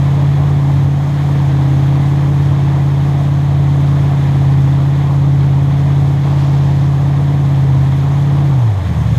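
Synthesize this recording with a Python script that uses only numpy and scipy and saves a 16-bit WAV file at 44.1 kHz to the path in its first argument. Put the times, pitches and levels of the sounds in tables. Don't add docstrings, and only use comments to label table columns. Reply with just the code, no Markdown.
import sys
import numpy as np
from scipy import signal
from scipy.fft import rfft, irfft, next_fast_len
from scipy.io import wavfile

SR = 44100
rng = np.random.default_rng(int(sys.argv[2]) if len(sys.argv) > 2 else 0)


def to_wav(sig):
    pcm = np.clip(np.atleast_2d(sig), -1, 1) * 32767
    pcm = np.round(pcm).astype(np.int16)
    wavfile.write(sys.argv[1], SR, pcm.T)


N = 404838

# time_s, cycles_per_s
ENGINE_SPEED = [(0.0, 17.35), (0.52, 17.77), (0.72, 17.37), (1.2, 17.77), (1.68, 17.03), (2.2, 17.61),
                (2.8, 17.36), (3.12, 17.54), (4.08, 17.49), (4.64, 17.02), (5.0, 17.56), (5.52, 17.19),
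                (5.72, 17.45), (7.0, 17.35), (7.32, 17.67), (7.76, 16.73), (8.16, 17.56), (8.44, 17.61)]
# time_s, peak_level_db
FIRING_LEVEL = [(0.0, -7.9), (0.8, -8.0), (1.04, -10.6), (1.6, -7.5), (3.24, -8.9), (3.96, -7.2),
                (4.12, -8.7), (4.56, -6.7), (5.08, -9.2), (5.28, -6.7), (5.76, -8.2), (6.04, -7.2),
                (6.2, -9.3), (6.6, -7.7), (7.2, -9.0), (7.76, -7.3), (8.04, -9.2), (8.44, -7.5)]
# order, level_db
EXHAUST_TONES = [(2, -35.5), (3, -29), (4, -30), (5, -10.5), (6, -17), (7, -30), (8, 0), (9, -21.5),
                 (10, -17.5), (11, -23.5), (12, -33), (13, -25.5), (14, -34.5), (15, -39), (16, -20.5),
                 (17, -30.5), (18, -23.5), (19, -31), (20, -34.5), (21, -38), (23, -35), (24, -43),
                 (25, -45.5), (26, -46.5), (27, -43), (29, -39.5)]
# pitch_hz, gain_db
PIPE_RESPONSE = [(20, -33.5), (48, -29), (62, -15.5), (75, -5.5), (88, -2), (112, 7), (145, 0.5), (180, -3),
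                 (210, -14), (250, -13.5), (300, -10), (360, -22.5), (500, -21), (900, -37.5)]
# time_s, gain_db
WAVERING_GAIN = [(0.0, -2.5), (1.32, -1), (1.52, 5), (4.92, -0.5), (5.32, 0.5), (5.72, -9), (6.16, 3),
                 (6.68, -2), (6.84, 1.8), (7.76, -2.5), (7.92, -3), (8.44, 3.5)]
# time_s, gain_db
WAKE_SURGE = [(0.0, 0.5), (0.76, 0.1), (0.96, -0.9), (1.28, 1.0), (3.24, 0.1), (3.52, -0.8), (3.84, 1),
              (4.36, 0.6), (5.6, -1.1), (5.84, 0.0), (7.32, -0.6), (8.36, 0.4), (8.76, -1.2), (9.16, 0.5)]
# pitch_hz, gain_db
CHURN_SPECTRUM = [(25, -8), (60, -2), (200, -0.5), (350, -2), (430, -1.5), (570, -2.5), (720, 1),
                  (900, -1.5), (1120, -4), (1400, -13.5), (1900, -25)]
# pitch_hz, gain_db
WASH_SPECTRUM = [(900, -17.5), (1400, -5), (1700, 1), (1950, 0.5), (2350, -4), (2800, -8.5), (3250, -4.5),
                 (3600, -5.5), (4200, -10.5), (4800, -16), (6000, -36.5)]
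# pitch_hz, gain_db
SPRAY_SPECTRUM = [(4000, -15.5), (4900, -6), (5270, 0.5), (5800, -4.5), (6250, 0.5), (7200, -4),
                  (7900, -7.5), (8900, -8), (9900, -13), (11900, -10), (13000, -12.5), (14200, -16.5),
                  (15500, -19.5)]
# middle_s, level_db, half_length_s
GAS_GULPS = [(0.399, -28, .04), (.81, -17, .05), (2.501, -19.5, 0.059), (4.221, -26, .04),
             (6.01, -24, 0.036), (7.77, -21, 0.049)]
# pitch_hz, gain_db
FOAM_SPECTRUM = [(9000, -12), (12000, 0), (15000, -9)]
# time_s, level_db
SPLASH_LEVEL = [(0, -69.5), (6.1, -59.5), (6.25, -41), (6.42, -34), (6.65, -39.5), (6.9, -42), (7.1, -70)]
# pitch_hz, gain_db
SPLASH_SPECTRUM = [(500, -14), (680, 1.5), (850, 1.5), (1200, -12), (2200, -15.5), (5000, -18.5),
                   (7000, -25), (12000, -44)]

CYLINDERS = 8
WAVERING_ORDER, FLUTTERING_ORDERS = 18, (5, 17)
THROTTLE_OFF_S, RUN_DOWN_S, IDLE_CYCLES_PER_S = 8.475, .29, 8.6
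COAST_SOFTER_DB, CAUGHT_S, CATCH_LENGTH_S = 23, 8.87, .07
CHURN_DB, WASH_DB, SPRAY_DB = -29.1, -38.5, -49.5


def from_db(db):
    return 10 ** (np.asarray(db) / 20)


def rms_one(x):
    return x / np.sqrt(np.mean(x ** 2) + 1e-20)


def in_time(rows):
    time_s, values = np.transpose(rows)
    return np.interp(np.arange(N) / SR, time_s, values)


def at_hz(spectrum, hz):
    pitch_hz, gain_db = np.transpose(spectrum)
    return np.interp(np.log(np.maximum(hz, 1)), np.log(pitch_hz), gain_db)


def coloured(x, spectrum):
    size = next_fast_len(N + SR // 2)
    hz = np.arange(size // 2 + 1) * SR / size + 1
    ends = np.minimum(1, np.minimum(hz / spectrum[0][0], spectrum[-1][0] / hz)) ** 2
    shaped = rfft(x, size) * from_db(at_hz(spectrum, hz)) * ends
    return rms_one(irfft(shaped, size)[:N])


def drift(rate_hz):
    r = np.exp(-200 * np.pi * rate_hz / SR)
    noise = rng.standard_normal(N // 100 + 1002)
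    slow = signal.lfilter([1], [1, -2 * r, r * r], noise)[1000:]
    return np.interp(np.arange(N) / 100, np.arange(len(slow)), rms_one(slow))


def swell(middle_s, half_length_s):
    return np.exp(-.5 * ((np.arange(N) / SR - middle_s) / half_length_s) ** 2)


def run_down():
    since_s = np.maximum(np.arange(N) / SR - THROTTLE_OFF_S, 0)
    return 1 - np.exp(-(since_s / RUN_DOWN_S) ** 1.55)


def start_phases(stagger=.56):
    start = rng.uniform(0, 2 * np.pi, round(EXHAUST_TONES[-1][0]) + 1)
    for k in FLUTTERING_ORDERS:
        start[k - 1] = 2 * start[k] - start[k + 1] + np.pi
    start[CYLINDERS + 1:2 * CYLINDERS] = np.pi * stagger - start[CYLINDERS - 1:0:-1]
    return start


def exhaust_drone(speed, cycles, idling):
    cruise = np.median(speed)
    pipe_db = at_hz(PIPE_RESPONSE, CYLINDERS * speed) - at_hz(PIPE_RESPONSE, CYLINDERS * cruise)
    firing_db = in_time(FIRING_LEVEL) + .52 * pipe_db - 5.5 * idling
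    ripple_db = .3 * drift(6)
    out = from_db(firing_db + ripple_db) * np.sin(2 * np.pi * CYLINDERS * cycles)
    lift_db = np.minimum(-pipe_db, 11)
    coasting = idling * np.clip((CAUGHT_S - np.arange(N) / SR) / CATCH_LENGTH_S, 0, 1)
    covered_db = .2 * drift(2.5)
    start = start_phases()
    for order, level_db in EXHAUST_TONES:
        k = round(order)
        tone_db = firing_db + lift_db + level_db
        tone_db += at_hz(PIPE_RESPONSE, k * speed) - at_hz(PIPE_RESPONSE, k * cruise)
        tone_db -= COAST_SOFTER_DB * coasting * np.clip(k / CYLINDERS - 1, 0, 1)
        unsteady = np.clip(-level_db / 25, 0, 1)
        waver_db = unsteady * (covered_db + 1.5 * drift(2.86))
        if k == WAVERING_ORDER:
            waver_db = in_time(WAVERING_GAIN) * (1 - idling)
        phase = 2 * np.pi * k * cycles + start[k] + .35 * unsteady * drift(4)
        if k != CYLINDERS:
            out += from_db(tone_db + waver_db) * np.sin(phase)
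    return out


def exhaust_burble(cycles, idling, level_db=-27, idle_rise_db=7):
    fired = np.flatnonzero(np.diff(np.floor(cycles * CYLINDERS))) + 1
    puffs = np.zeros(N)
    puffs[fired] = rng.choice([-1, 1], len(fired)) * rng.uniform(.39, 1, len(fired))
    brighter_pipe = [(hz, db + np.log2(hz)) for hz, db in PIPE_RESPONSE]
    return from_db(level_db + idle_rise_db * idling) * coloured(puffs, brighter_pipe)


def bubbles(low_hz, high_hz, per_s, spread_db, ring_cycles, pitches=16):
    out = np.zeros(N)
    bursts = np.flatnonzero(rng.random(N) < per_s * from_db(3 * drift(8)) / SR)
    size_draw, sign_draw, pitch_draw = rng.random((len(bursts), 3)).T
    sizes = from_db(spread_db * np.minimum(-np.log(1 - size_draw), 4)) * np.sign(sign_draw - .5)
    for k, hz in enumerate(np.geomspace(low_hz, high_hz, pitches)):
        clicks = np.bincount(bursts, sizes * (np.floor(pitch_draw * pitches) == k), N)
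        decay = from_db(-60 * hz / (ring_cycles * SR))
        ringing = [1, -2 * decay * np.cos(2 * np.pi * hz / SR), decay * decay]
        out += hz * signal.lfilter([1, 0, -1], ringing, clicks + 1e-18)
    return rms_one(out)


def water(spectrum, near_bubbles, near_db, flutter_db):
    rush = rng.standard_normal(N) + from_db(near_db) * near_bubbles
    return coloured(rush, spectrum) * from_db(flutter_db * drift(21))


def wake(cycles, idling):
    large = bubbles(303, 1600, per_s=1500, spread_db=1.8, ring_cycles=20.3)
    churn = water(CHURN_SPECTRUM, large, near_db=-12, flutter_db=-.02)
    medium = bubbles(1297, 5170, per_s=2500, spread_db=2.5, ring_cycles=14)
    wash = from_db(WASH_DB) * water(WASH_SPECTRUM, medium, near_db=-9.5, flutter_db=.3)
    small = bubbles(4500, 14000, per_s=3000, spread_db=3, ring_cycles=8)
    spray = water(SPRAY_SPECTRUM, small, near_db=-9, flutter_db=.42)
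    churn *= from_db(CHURN_DB - 1.4 * idling)
    churn *= 1 + .05 * np.sin(2 * np.pi * CYLINDERS * cycles)
    spray *= from_db(SPRAY_DB + 1.5 * idling)
    surge_db = in_time(WAKE_SURGE)
    return from_db(surge_db) * (wash + spray) + from_db(.85 * surge_db) * churn


def gas_gulps(pitch_hz=92, wobble=.1):
    level = sum(from_db(db) * swell(middle_s, half_s) for middle_s, db, half_s in GAS_GULPS)
    phase = 2 * np.pi * np.cumsum(pitch_hz * (1 + wobble * drift(15))) / SR
    return np.sqrt(2) * level * np.sin(phase)


def foam_sizzle(level_db=-61):
    tiny = bubbles(9000, 14000, per_s=3000, spread_db=2.5, ring_cycles=8, pitches=6)
    fizz = water(FOAM_SPECTRUM, tiny, near_db=-8, flutter_db=.4)
    return from_db(level_db) * swell(middle_s=1.82, half_length_s=.12) * fizz


def board_splash():
    drops = bubbles(600, 7000, per_s=1500, spread_db=.5, ring_cycles=12)
    return from_db(in_time(SPLASH_LEVEL)) * water(SPLASH_SPECTRUM, drops, near_db=-5.5, flutter_db=1.1)


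def scene():
    idling = run_down()
    speed = in_time(ENGINE_SPEED) * (1 - idling) + IDLE_CYCLES_PER_S * idling
    cycles = np.cumsum(speed) / SR
    exhaust = exhaust_drone(speed, cycles, idling) + exhaust_burble(cycles, idling) + gas_gulps()
    return (exhaust + wake(cycles, idling) + foam_sizzle() + board_splash())[None]


def record(dry):
    return signal.sosfilt(signal.ellip(12, .1, 90, 15300, fs=SR, output="sos"), dry)


dry = scene()
out = record(dry)
to_wav(out)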